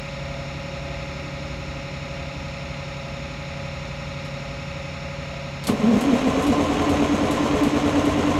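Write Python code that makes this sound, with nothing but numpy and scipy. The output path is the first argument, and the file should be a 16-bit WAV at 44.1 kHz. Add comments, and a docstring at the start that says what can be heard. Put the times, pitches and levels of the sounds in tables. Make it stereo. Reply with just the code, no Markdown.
"""Tractor cranking in a yard

A diesel engine idles by a metal building, knocking, ticking and humming. Then a big tractor is cranked
close by. The starter pinion slams in and its gear groans up to speed, swelling at every compression,
while the cold engine thumps, clatters, puffs and now and then clacks. The wall throws the groan back."""
import sys
import numpy as np
from scipy import signal
from scipy.fft import rfft, irfft, next_fast_len
from scipy.io import wavfile
from scipy.ndimage import uniform_filter1d, map_coordinates

SR = 44100
rng = np.random.default_rng(int(sys.argv[2]) if len(sys.argv) > 2 else 0)


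def file_out(sig):
    """Save sig as 16-bit WAV at sys.argv[1]."""
    # one column per channel
    cols = np.atleast_2d(sig).T
    # limit, then scale
    lim = np.clip(cols, -1, 1)
    pcm = np.round(lim * 32767).astype(np.int16)
    wavfile.write(sys.argv[1], SR, pcm)


N = 369999
T = np.arange(N) / SR
HZ = np.fft.rfftfreq(N, 1 / SR)

IDLE_REV_HZ = 11.667
START_S, LANDING_S = 5.68, 5.693  # starter takes load; pinion lands
IDLE_DELAY_S, CRANK_DELAY_S = 0.00046, 0.000258  # right channel behind left

# Stereo image of each engine: (frequency [Hz], coherence [0-1], extra left lead [rad], left-right [dB])
IDLE_IMAGE = [(60, 0.98, 0, -2.3), (140, 0.85, 0.1, -4.7), (290, 0.6, -0.3, -2), (560, 0.55, 2.2, -4.5),
              (720, 0.65, 0.6, 2), (1300, 0.65, -1.2, 0.5), (2700, 0.7, -0.9, 0), (3300, 0.4, 1.4, 2),
              (5000, 0.25, 1.8, -2.3), (7000, 0.3, -0.6, -2), (12000, 0.3, 0, 0)]
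CRANK_IMAGE = [(60, .99, 0, -3.5), (220, .96, 0, -.7), (300, .9, .6, .9), (600, .25, .8, 2.4),
               (1050, .5, .35, 2.2), (1500, .55, .6, 2.2), (4500, .15, 0, 0), (10000, .7, 0, 0)]
# Starter speed, lurching, then steady: (time [s], tooth mesh rate [Hz])
MESH_RATE = [(5.68, 232), (5.785, 242), (5.835, 200), (5.9, 247), (5.955, 196), (6.0, 228), (6.07, 281),
             (6.1, 279), (6.135, 232), (6.165, 257), (6.19, 234), (6.225, 270), (6.29, 256), (6.45, 288),
             (8.39, 293.5)]
# Each cylinder in turn loads the starter: (time [s], groan [dB], low ring [dB], high ring [dB], boom [dB])
COMPRESSIONS = [(5.69, -23.5, -40, -46, -31), (5.905, -14.5, -32, -45, -26), (6.115, -15, -42, -43, -27.5),
                (6.262, -15.5, -34, -28.5, -26), (6.367, -20, -30, -33, -25),
                (6.487, -16.5, -23.5, -31, -29), (6.599, -17.5, -28, -31, -27),
                (6.703, -22, -25, -39, -32.5), (6.792, -22, -23, -26.5, -32.5), (6.897, -17, -28, -33, -25),
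                (7.011, -18.5, -26, -30, -27), (7.117, -19, -28.5, -32, -32),
                (7.221, -20.5, -23, -26.5, -24.5), (7.32, -19, -24, -29, -28), (7.419, -20, -30, -25, -35),
                (7.53, -17.5, -26, -36, -21.5), (7.643, -16.5, -32.5, -36, -31),
                (7.751, -19.5, -29.5, -29.5, -33), (7.854, -16.5, -30, -29, -32),
                (7.961, -18, -34.5, -31, -29), (8.064, -18.5, -41, -37, -29),
                (8.171, -20.5, -38.5, -27, -23.5), (8.271, -18, -32, -30.5, -25.5),
                (8.375, -19, -31, -30, -25), (8.48, -17.5, -31, -30, -22)]


def amp(db):
    """Decibels to gain."""
    return 10 ** (np.asarray(db) / 20)


def unit(x):
    """Scale to rms 1."""
    return x / np.sqrt(np.mean(x ** 2) + 1e-20)


def curve(rows):
    """Time table's first value column at every sample."""
    rows = np.array(rows)
    return np.interp(T, rows[:, 0], rows[:, 1])


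def across(rows, hz=HZ, column=1):
    """Frequency table column, interpolated on a log axis."""
    rows = np.array(rows)
    return np.interp(np.log(hz + 1), np.log(rows[:, 0] + 1), rows[:, column])


def bump(centre_s, half_s):
    """Gaussian envelope, peak 1."""
    return np.exp(-((T - centre_s) / half_s) ** 2)


def drift(hz):
    """Low-passed noise, rms 1."""
    size = next_fast_len(N)
    lowpass = 1 / (1 + (np.fft.rfftfreq(size, 1 / SR) / hz) ** 4)
    return unit(irfft(rfft(rng.standard_normal(size)) * lowpass, size)[:N])


def colour(x, spectrum, modes=(), ripple_db=0):
    """Filter by a broad spectrum, resonance humps and the ripple of many small panel modes."""
    humps_db = sum(db / (1 + (2 * (HZ - hz) / width) ** 2) for hz, width, db in modes)
    panels = unit(uniform_filter1d(uniform_filter1d(rng.standard_normal(len(HZ)), size=250), size=150))
    return irfft(rfft(x) * amp(across(spectrum) + humps_db + ripple_db * panels * HZ / (HZ + 1000)), N)


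def stereo(pair, image=CRANK_IMAGE, delay_s=CRANK_DELAY_S):
    """Mix two independent signals into partly coherent left and right."""
    a, b = rfft(pair)
    coherence = np.clip(across(image), 0, 1)
    tilt = amp(across(image, column=3))
    lead_rad = 2 * np.pi * HZ * delay_s + across(image, column=2)
    right = (coherence * a + np.sqrt(1 - coherence ** 2) * b) * np.exp(-1j * lead_rad)
    return irfft(np.array([a * tilt, right]) * np.sqrt(2 / (1 + tilt ** 2)), N)


def point(x, image=CRANK_IMAGE, delay_s=CRANK_DELAY_S):
    """Point source: fully coherent, placed by phase and level."""
    return stereo(np.array([x, x]), [(hz, 1, lead, db) for hz, _, lead, db in image], delay_s)


def yard(x, wet_db, gap_s=0.02):
    """Add scattered wall and ground echoes, separate per channel."""
    # Echo decay: (frequency [Hz], t60 [s])
    decay = [(100, 1), (1000, 0.32), (8000, 0.24)]
    size = SR // 2
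    taps = rng.standard_normal((2, size)) * (rng.random((2, size)) < .05) * (T[:size] > gap_s)
    hz, t, bins = signal.stft(taps, SR, nperseg=256)
    tail = signal.istft(bins * amp(-60 * t / across(decay, hz)[:, None]), SR, nperseg=256)[1]
    return x + amp(wet_db) * signal.fftconvolve(x, tail / np.linalg.norm(tail[0]), axes=1)[:, :N]


def rev_noise(revs):
    """Noise that partly repeats every revolution."""
    # Repeating part: (frequency [Hz], power share [0-1])
    repeating = [(70, .3), (300, .35), (600, .5), (1000, .6), (1400, .65), (2400, .6), (3800, .3),
                 (7000, .7)]
    size = round(SR / IDLE_REV_HZ)
    one_rev = unit(irfft(np.exp(2j * np.pi * rng.random((2, size // 2 + 1))), size))
    looped = np.array([map_coordinates(side, [revs % 1 * size], mode="grid-wrap") for side in one_rev])
    fresh = rng.standard_normal((2, N))
    share = np.clip(across(repeating), 0, 1)
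    return irfft(rfft(looped) * np.sqrt(share) + rfft(fresh) * np.sqrt(1 - share), N)


def idle_knocks(revs, valve_db=0.35, firing_db=0.65):
    """Three firings per revolution, with valve beats between, shake the block."""
    # Knocking: (frequency [Hz], density [dB/Hz])
    spectrum = [(20, -111), (45, -61.5), (72, -59.5), (125, -64), (200, -67.5), (255, -64), (335, -71.5),
                (375, -67), (450, -72), (650, -66.5), (1000, -70), (1600, -71), (2400, -77), (4200, -81.5),
                (7000, -105), (11500, -104), (15000, -120)]
    # Block and cover resonances: (frequency [Hz], width [Hz], gain [dB])
    modes = [(75, 11, 0.5), (578, 46, 5), (1226, 170, 2), (2210, 290, 6), (3080, 75, 5), (3540, 400, 3.5),
             (5344, 710, 13.5), (6884, 1170, 20)]
    firing_rad = 2 * np.pi * 3 * revs
    beats = amp(valve_db * np.cos(2 * firing_rad) + firing_db * np.cos(firing_rad))
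    return colour(unit(rev_noise(revs) * beats), spectrum, modes, ripple_db=3.5) * np.sqrt(SR / 2)


def idle_ticks(revs, decay_s=0.0096):
    """Injectors and valves ring the covers in the same pattern every turn."""
    # Ticks: (place in revolution [0-1], level [dB])
    pattern = [(0, 0), (.167, -9), (.333, -4), (.5, -5), (.667, -4), (.833, -10)]
    # Cover response: (frequency [Hz], density [dB/Hz])
    covers = [(900, -110), (1700, -88), (2100, -80.5), (2400, -81), (2850, -79.5), (3300, -93),
              (6000, -118), (12000, -140)]
    beats = sum(amp(db) * np.exp(-((revs - place) % 1) / IDLE_REV_HZ / decay_s) for place, db in pattern)
    return colour(unit(rev_noise(revs) * beats), covers) * np.sqrt(SR / 2)


def idle_hum(revs, waver_db=0.8, whine_db=1.3, trough_db=-12):
    """Tones at multiples of crank speed; the whine dips, the tones just above it surge."""
    # Engine orders: (crank multiple, left [dB], right [dB], left lead [rad])
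    orders = [(5, -49.5, -48.0, -0.2), (6, -48.0, -45.0, -0.0), (8, -51.0, -46.5, 0.2),
              (12, -39.5, -34.5, 0.7), (13, -47.0, -47.0, 0.4), (15, -47, -40.5, 0.3), (18, -53, -57, 0.7),
              (23, -58.5, -49.0, 0.7), (36, -58.5, -51.0, 3.0), (42, -49.0, -50.0, 2.8),
              (46, -42.5, -40.5, 1.9), (48, -41.0, -33.0, -2.6), (50, -48.0, -54.5, 2.9),
              (54, -59.0, -50.5, 2.4), (56, -53, -54, 1.5), (57, -53, -53, 1.5), (59, -46.0, -51.0, 1.7),
              (60, -51.5, -48.5, 2.5), (63, -47.0, -48.0, -2.8), (64, -51.5, -52.5, -3.0),
              (68, -53, -55, 2), (69, -52.0, -55.0, -2.9), (71, -50.0, -56.5, -1.8), (72, -45, -56, 1.8),
              (81, -51.0, -54.0, 2.8), (84, -56, -57, 2), (93, -55.0, -48.0, -3.1),
              (94, -53.0, -52.0, -2.6), (95, -53.0, -53.5, -2.6), (102, -51.0, -48.5, 2.7),
              (105, -46.5, -58.0, 3.1), (107, -52, -53, 2.2), (108, -48.0, -48.5, 2.4),
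              (110, -51.5, -56.0, 2.6), (116, -52.0, -50.5, 1.5), (118, -51.5, -51.5, 2.6),
              (120, -53, -53, 2.2), (192, -57.5, -53.0, -0.7), (198, -56, -56, 0.0), (216, -58, -58, 0.6),
              (219, -58, -58, 0.6), (240, -54.5, -53.0, 1.2)]
    # Dips of the whine near 550 Hz: (time [s], depth [dB])
    dips = [(.02, 1.5), (.52, 3), (1.25, 2.5), (1.6, 2), (1.97, 4.5), (2.4, 3), (2.9, 1), (3.35, 4),
            (3.97, 1), (4.25, 0), (4.6, -0.5), (4.95, 3), (5.58, 5.5)]
    # Surges at 650-700 Hz: (time [s], gain [dB], half length [s])
    surges = [(.36, 3, .17), (.9, 2, 0.18), (1.38, -2, .1), (1.78, -2, 0.1), (2.2, 1, .15),
              (2.638, 0, 0.12), (3.08, 2.5, 0.099), (3.58, -4, .14), (4.45, -4, .16), (5.0, -2, .13),
              (5.37, 3.5, 0.12)]
    whine = amp(whine_db - sum(db * bump(s, half_s=.08) for s, db in dips))
    surge = amp(trough_db) + sum(amp(db) * bump(s, half_s) for s, db, half_s in surges)
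    out = np.zeros((2, N))
    for order, left_db, right_db, lead_rad in orders:
        angle = 2 * np.pi * (order * revs + rng.random())
        tone = np.array([amp(left_db) * np.cos(angle), amp(right_db) * np.cos(angle - lead_rad)])
        gain = whine if 46 <= order <= 48 else surge if 56 <= order <= 60 else 1
        out += gain * amp(waver_db * drift(hz=2.9)) * tone
    return np.sqrt(2) * out


def idle_swells(waver=0.0119):
    """Wavering tones rise out of the idle and sink back."""
    # Tones: (frequency [Hz], top level [dB], centre [s], half length [s])
    swells = [(56.7, -44.5, 1.8, 3.3), (73.6, -40, 1.1, 0.83), (77.3, -41.5, 2.75, 0.94),
              (81.2, -45.5, 4.45, 1.2), (296.5, -46.5, 1.48, 1.08), (371.6, -48, 1.3, 1.18)]
    out = np.zeros(N)
    for hz, db, s, half_s in swells:
        cycles = np.cumsum(hz * (1 + waver * drift(hz=9))) / SR
        out += amp(db) * bump(s, half_s) * np.cos(2 * np.pi * cycles)
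    return point(np.sqrt(2) * out, IDLE_IMAGE, IDLE_DELAY_S)


def idle(wander=0.00047):
    """Idling diesel; slight speed wander blurs the high tones and leaves the low ones sharp."""
    revs = np.cumsum(IDLE_REV_HZ * (1 + wander * drift(hz=4.2))) / SR
    noise = stereo(idle_knocks(revs) + idle_ticks(revs), IDLE_IMAGE, IDLE_DELAY_S)
    return noise + idle_hum(revs) + idle_swells()


def engaged(rise_s=0.0052):
    """0 until the starter takes load, then 1."""
    return np.clip((T - START_S) / rise_s, 0, 1)


def strokes(lag_strokes):
    """Running count of compressions, less a lag."""
    return np.interp(T, [row[0] for row in COMPRESSIONS], np.arange(len(COMPRESSIONS))) - lag_strokes


def slack(lag_strokes=0.):
    """0 at each compression, 1 midway between two, shifted by the lag."""
    return .5 - .5 * np.cos(2 * np.pi * strokes(lag_strokes))


def stroke_db(column, lag_strokes=0.):
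    """One level column of the compressions, held through each stroke."""
    nearest = np.clip(np.round(strokes(lag_strokes)), 0, len(COMPRESSIONS) - 1).astype(int)
    return uniform_filter1d(np.array(COMPRESSIONS)[nearest, column], size=600)


def exhaust(gain_db=-5, dip_db=18):
    """Each cylinder puffs air and smoke through the stack, harder under load."""
    # Puff: (frequency [Hz], level [dB])
    spectrum = [(30, -50), (90, -30), (160, -12), (240, 10), (340, -9), (450, 1), (700, -3), (900, -26),
                (2500, -32), (8000, -50)]
    air = unit(colour(rng.standard_normal((2, N)), spectrum))
    level_db = curve(COMPRESSIONS) + gain_db - dip_db * slack(lag_strokes=0.23)
    return stereo(air * amp(level_db) * engaged())


def clatter(build_db=15, run_up_s=0.15, bass_hz=140, treble_hz=4500, jolt_db=5, jolt_s=0.013):
    """Gears and valve gear rattle the block, building with speed; the landing pinion jolts it once."""
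    # Rattle: (frequency [Hz], density [dB/Hz])
    spectrum = [(20, -62), (55, -48), (100, -53.5), (160, -55), (300, -53.5), (600, -53.5), (850, -58),
                (1150, -62), (1700, -63), (2700, -66.5), (4800, -76.5), (7000, -76.5), (11000, -84),
                (15500, -102)]
    # Engine resonances: (frequency [Hz], width [Hz], gain [dB])
    modes = [(90, 18, 3.5), (360, 30, -2), (1050, 150, 7), (1125, 50, 5.5), (1390, 70, 6), (1530, 50, 0.5),
             (1720, 60, 3), (1930, 150, 2), (2920, 220, 3), (6400, 730, 10)]
    blows = unit(rng.standard_normal((2, N)) * amp(1.5 * drift(hz=250)))
    rattle = colour(blows, spectrum, modes, ripple_db=3.0) * np.sqrt(SR / 2)
    treble = irfft(rfft(rattle) * HZ ** 4 / (HZ ** 4 + treble_hz ** 4), N)
    bass = irfft(rfft(rattle) / (1 + (HZ / bass_hz) ** 8), N)
    body = rattle - treble - bass
    sluggish = np.exp(-np.maximum(T - START_S, 0) / run_up_s)
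    # After each compression the bass throbs, then the treble rises as the crank springs forward.
    throb = bass * (1 - sluggish) * amp(-4 - 8 * slack(lag_strokes=0.21))
    spring = treble * amp(-4 - 5 * slack(lag_strokes=0.38))
    turning = (body + throb + spring) * amp(-build_db * sluggish) * engaged()
    jolt = body * amp(jolt_db) * np.exp(-abs(T - LANDING_S) / jolt_s)
    return stereo(turning + jolt)


def clacks(gain_db=-1, t60_s=0.17, body_hz=4000):
    """Solenoid, pinion and loose metal strike with a short, dense ring."""
    # Strikes: (time [s], level [dB], body gain [dB])
    strikes = [(4.2482, -51, 0), (5.638, -37.5, 13.5), (5.67, -25.5, 6.5), (6.009, -32.5, -4),
               (6.4223, -36, -1), (6.4662, -35, 7), (6.893, -36.5, 10), (7.309, -32.5, 9), (7.634, -34, 10),
               (8.0521, -37, -1)]
    # Metal ring: (frequency [Hz], level [dB])
    spectrum = [(200, -8), (1000, -31), (3500, 9.5), (7000, 9), (11000, 9), (15500, -11)]
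    ring = unit(colour(rng.standard_normal((2, N)), spectrum))
    body = irfft(rfft(ring) / (1 + (HZ / body_hz) ** 4), N)
    out = np.zeros((2, N))
    for s, db, body_db in strikes:
        span = slice(round(s * SR), min(N, round(s * SR) + SR // 2))
        envelope = amp(db + gain_db - 60 * (T[span] - s) / t60_s)
        out[:, span] += (ring[:, span] + body[:, span] * (amp(body_db) - 1)) * envelope
    return stereo(out)


def booms(detune=0.0238, uneven_db=1.6, load_share=0.58):
    """Each compression rocks the block and stack, which boom harder under load."""
    # Block and stack modes: (frequency [Hz], level [dB], time to peak [s])
    modes = [(86, -29, .022), (228, -26.5, .014), (424, -26.5, .019), (505, -31, .022), (630, -30, .028)]
    t, out = T[:SR // 5], np.zeros(N + SR)
    mean_db = np.mean([row[-1] for row in COMPRESSIONS])
    for s, *_, boom_db in COMPRESSIONS:
        for hz, db, peak_s in modes:
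            pitch, force = rng.standard_normal(2)
            tone = np.sin(2 * np.pi * (hz * (1 + detune * pitch) * t + rng.random()))
            envelope = t / peak_s * np.exp(1 - t / peak_s)
            gain = amp(db + load_share * (boom_db - mean_db) + uneven_db * force)
            out[round(s * SR):][:len(t)] += tone * envelope * gain
    return yard(point(out[:N]), wet_db=-13.5)


def housing_rings(gain_db=-1, dip_db=13, smear_cycles=.1):
    """As the crank springs forward, the gearing sings in one housing resonance after another."""
    # Housing resonances: (frequency [Hz], place in stroke [0-1], gain [dB])
    low_rings = [(721, .42, -1), (875, .88, -9)]
    high_rings = [(1006, .63, -3.5), (1042, .53, -1), (1163, .86, -6)]
    out = np.zeros(N)
    for column, rings in ((2, low_rings), (3, high_rings)):
        for hz, place, db in rings:
            tone = np.sqrt(2) * np.cos(2 * np.pi * (hz * T + smear_cycles * drift(hz=22) + rng.random()))
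            out += tone * amp(stroke_db(column, place) + db + gain_db - dip_db * slack(place))
    return yard(point(out * engaged()), wet_db=-11)


def pinion_slam(rise_s=0.0035):
    """The pinion lands on the ring gear with one heavy thud."""
    # Gear housing modes: (frequency [Hz], level [dB], t60 [s])
    modes = [(105, -21, 0.12), (234, -1, 0.062), (293, -28, 0.3), (412, -19, 0.12), (596, -32, 0.047),
             (710, -25, 0.15)]
    t = np.maximum(T - LANDING_S, 0)
    ring = sum(amp(db - 60 * t / t60_s) * np.sin(2 * np.pi * hz * t) for hz, db, t60_s in modes)
    return yard(point(ring * (1 - np.exp(-t / rise_s))), wet_db=-11.5)


def tooth_knocks(teeth, lurch, gain_db=-20, lurch_db=9, uneven_db=4, backlash_teeth=.1):
    """Each tooth lands early or late with its own force, hardest while the starter lurches."""
    # Response of the shaken metal: (frequency [Hz], level [dB])
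    spectrum = [(100, -25), (190, -11), (350, -9), (420, 4), (540, -3), (720, -4), (820, -9), (1000, -5),
                (1400, -18), (4000, -37), (12000, -49)]
    landed = np.maximum.accumulate(np.floor(teeth + backlash_teeth * drift(hz=150)))
    impacts = (np.diff(landed, prepend=0) > 0) * amp(uneven_db * rng.standard_normal(N))
    return unit(colour(impacts, spectrum)) * amp(gain_db + lurch_db * lurch)


def mesh_teeth(sag=0.018, jitter=0.0074):
    """Running count of teeth; each compression slows the starter a little."""
    load = 1 - 2 * slack(lag_strokes=0.15)
    return np.cumsum(curve(MESH_RATE) * (1 - sag * load + jitter * drift(hz=49.9))) / SR


def starter(rough_db=3.5, labour_hz=260, dip_db=14.5, drag_db=4, lurch_loss_db=3.2):
    """The loaded gear groans at each compression, beating with a weaker tone just above it."""
    teeth = mesh_teeth()
    angle = 2 * np.pi * teeth
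    # While slow, the gear is harsher and stays loaded for more of each stroke.
    mesh_hz, full_hz = curve(MESH_RATE), MESH_RATE[-1][1]
    labour = np.maximum(labour_hz / mesh_hz, 1) ** 4
    lurch = np.clip((1 - mesh_hz / full_hz) / .1, 0, 1)  # full chatter at 10 % below speed
    overtones = amp(-18) * np.cos(2 * angle) + amp(-25) * np.cos(3 * angle)
    side_tone = amp(-14) * np.cos(1.12 * angle + drift(hz=15.6))
    flutter = unit(amp(rough_db * (1 + .8 * lurch) * np.tanh(drift(hz=57.0))))
    groan = np.sqrt(2) * (np.cos(angle) + side_tone + labour * overtones) * flutter
    gear = groan + tooth_knocks(teeth, lurch)
    unloaded = np.clip(slack() / 0.9, 0, 1) ** (2 * labour)
    drop_db = (dip_db - drag_db * lurch) * unloaded + lurch_loss_db * lurch
    return yard(point(gear * amp(stroke_db(column=1) - drop_db) * engaged()), wet_db=-16)


def scene():
    """Idling engine throughout, cranked tractor over it."""
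    return (idle() + pinion_slam() + starter() + housing_rings()
            + booms() + exhaust() + clatter() + clacks())


def record(dry):
    """Low-pass at 15.9 kHz."""
    lowpass = signal.firwin(511, 15900, window=("kaiser", 9), fs=SR)
    return signal.oaconvolve(dry, lowpass[None], "same")


dry = scene()
out = record(dry)
file_out(out)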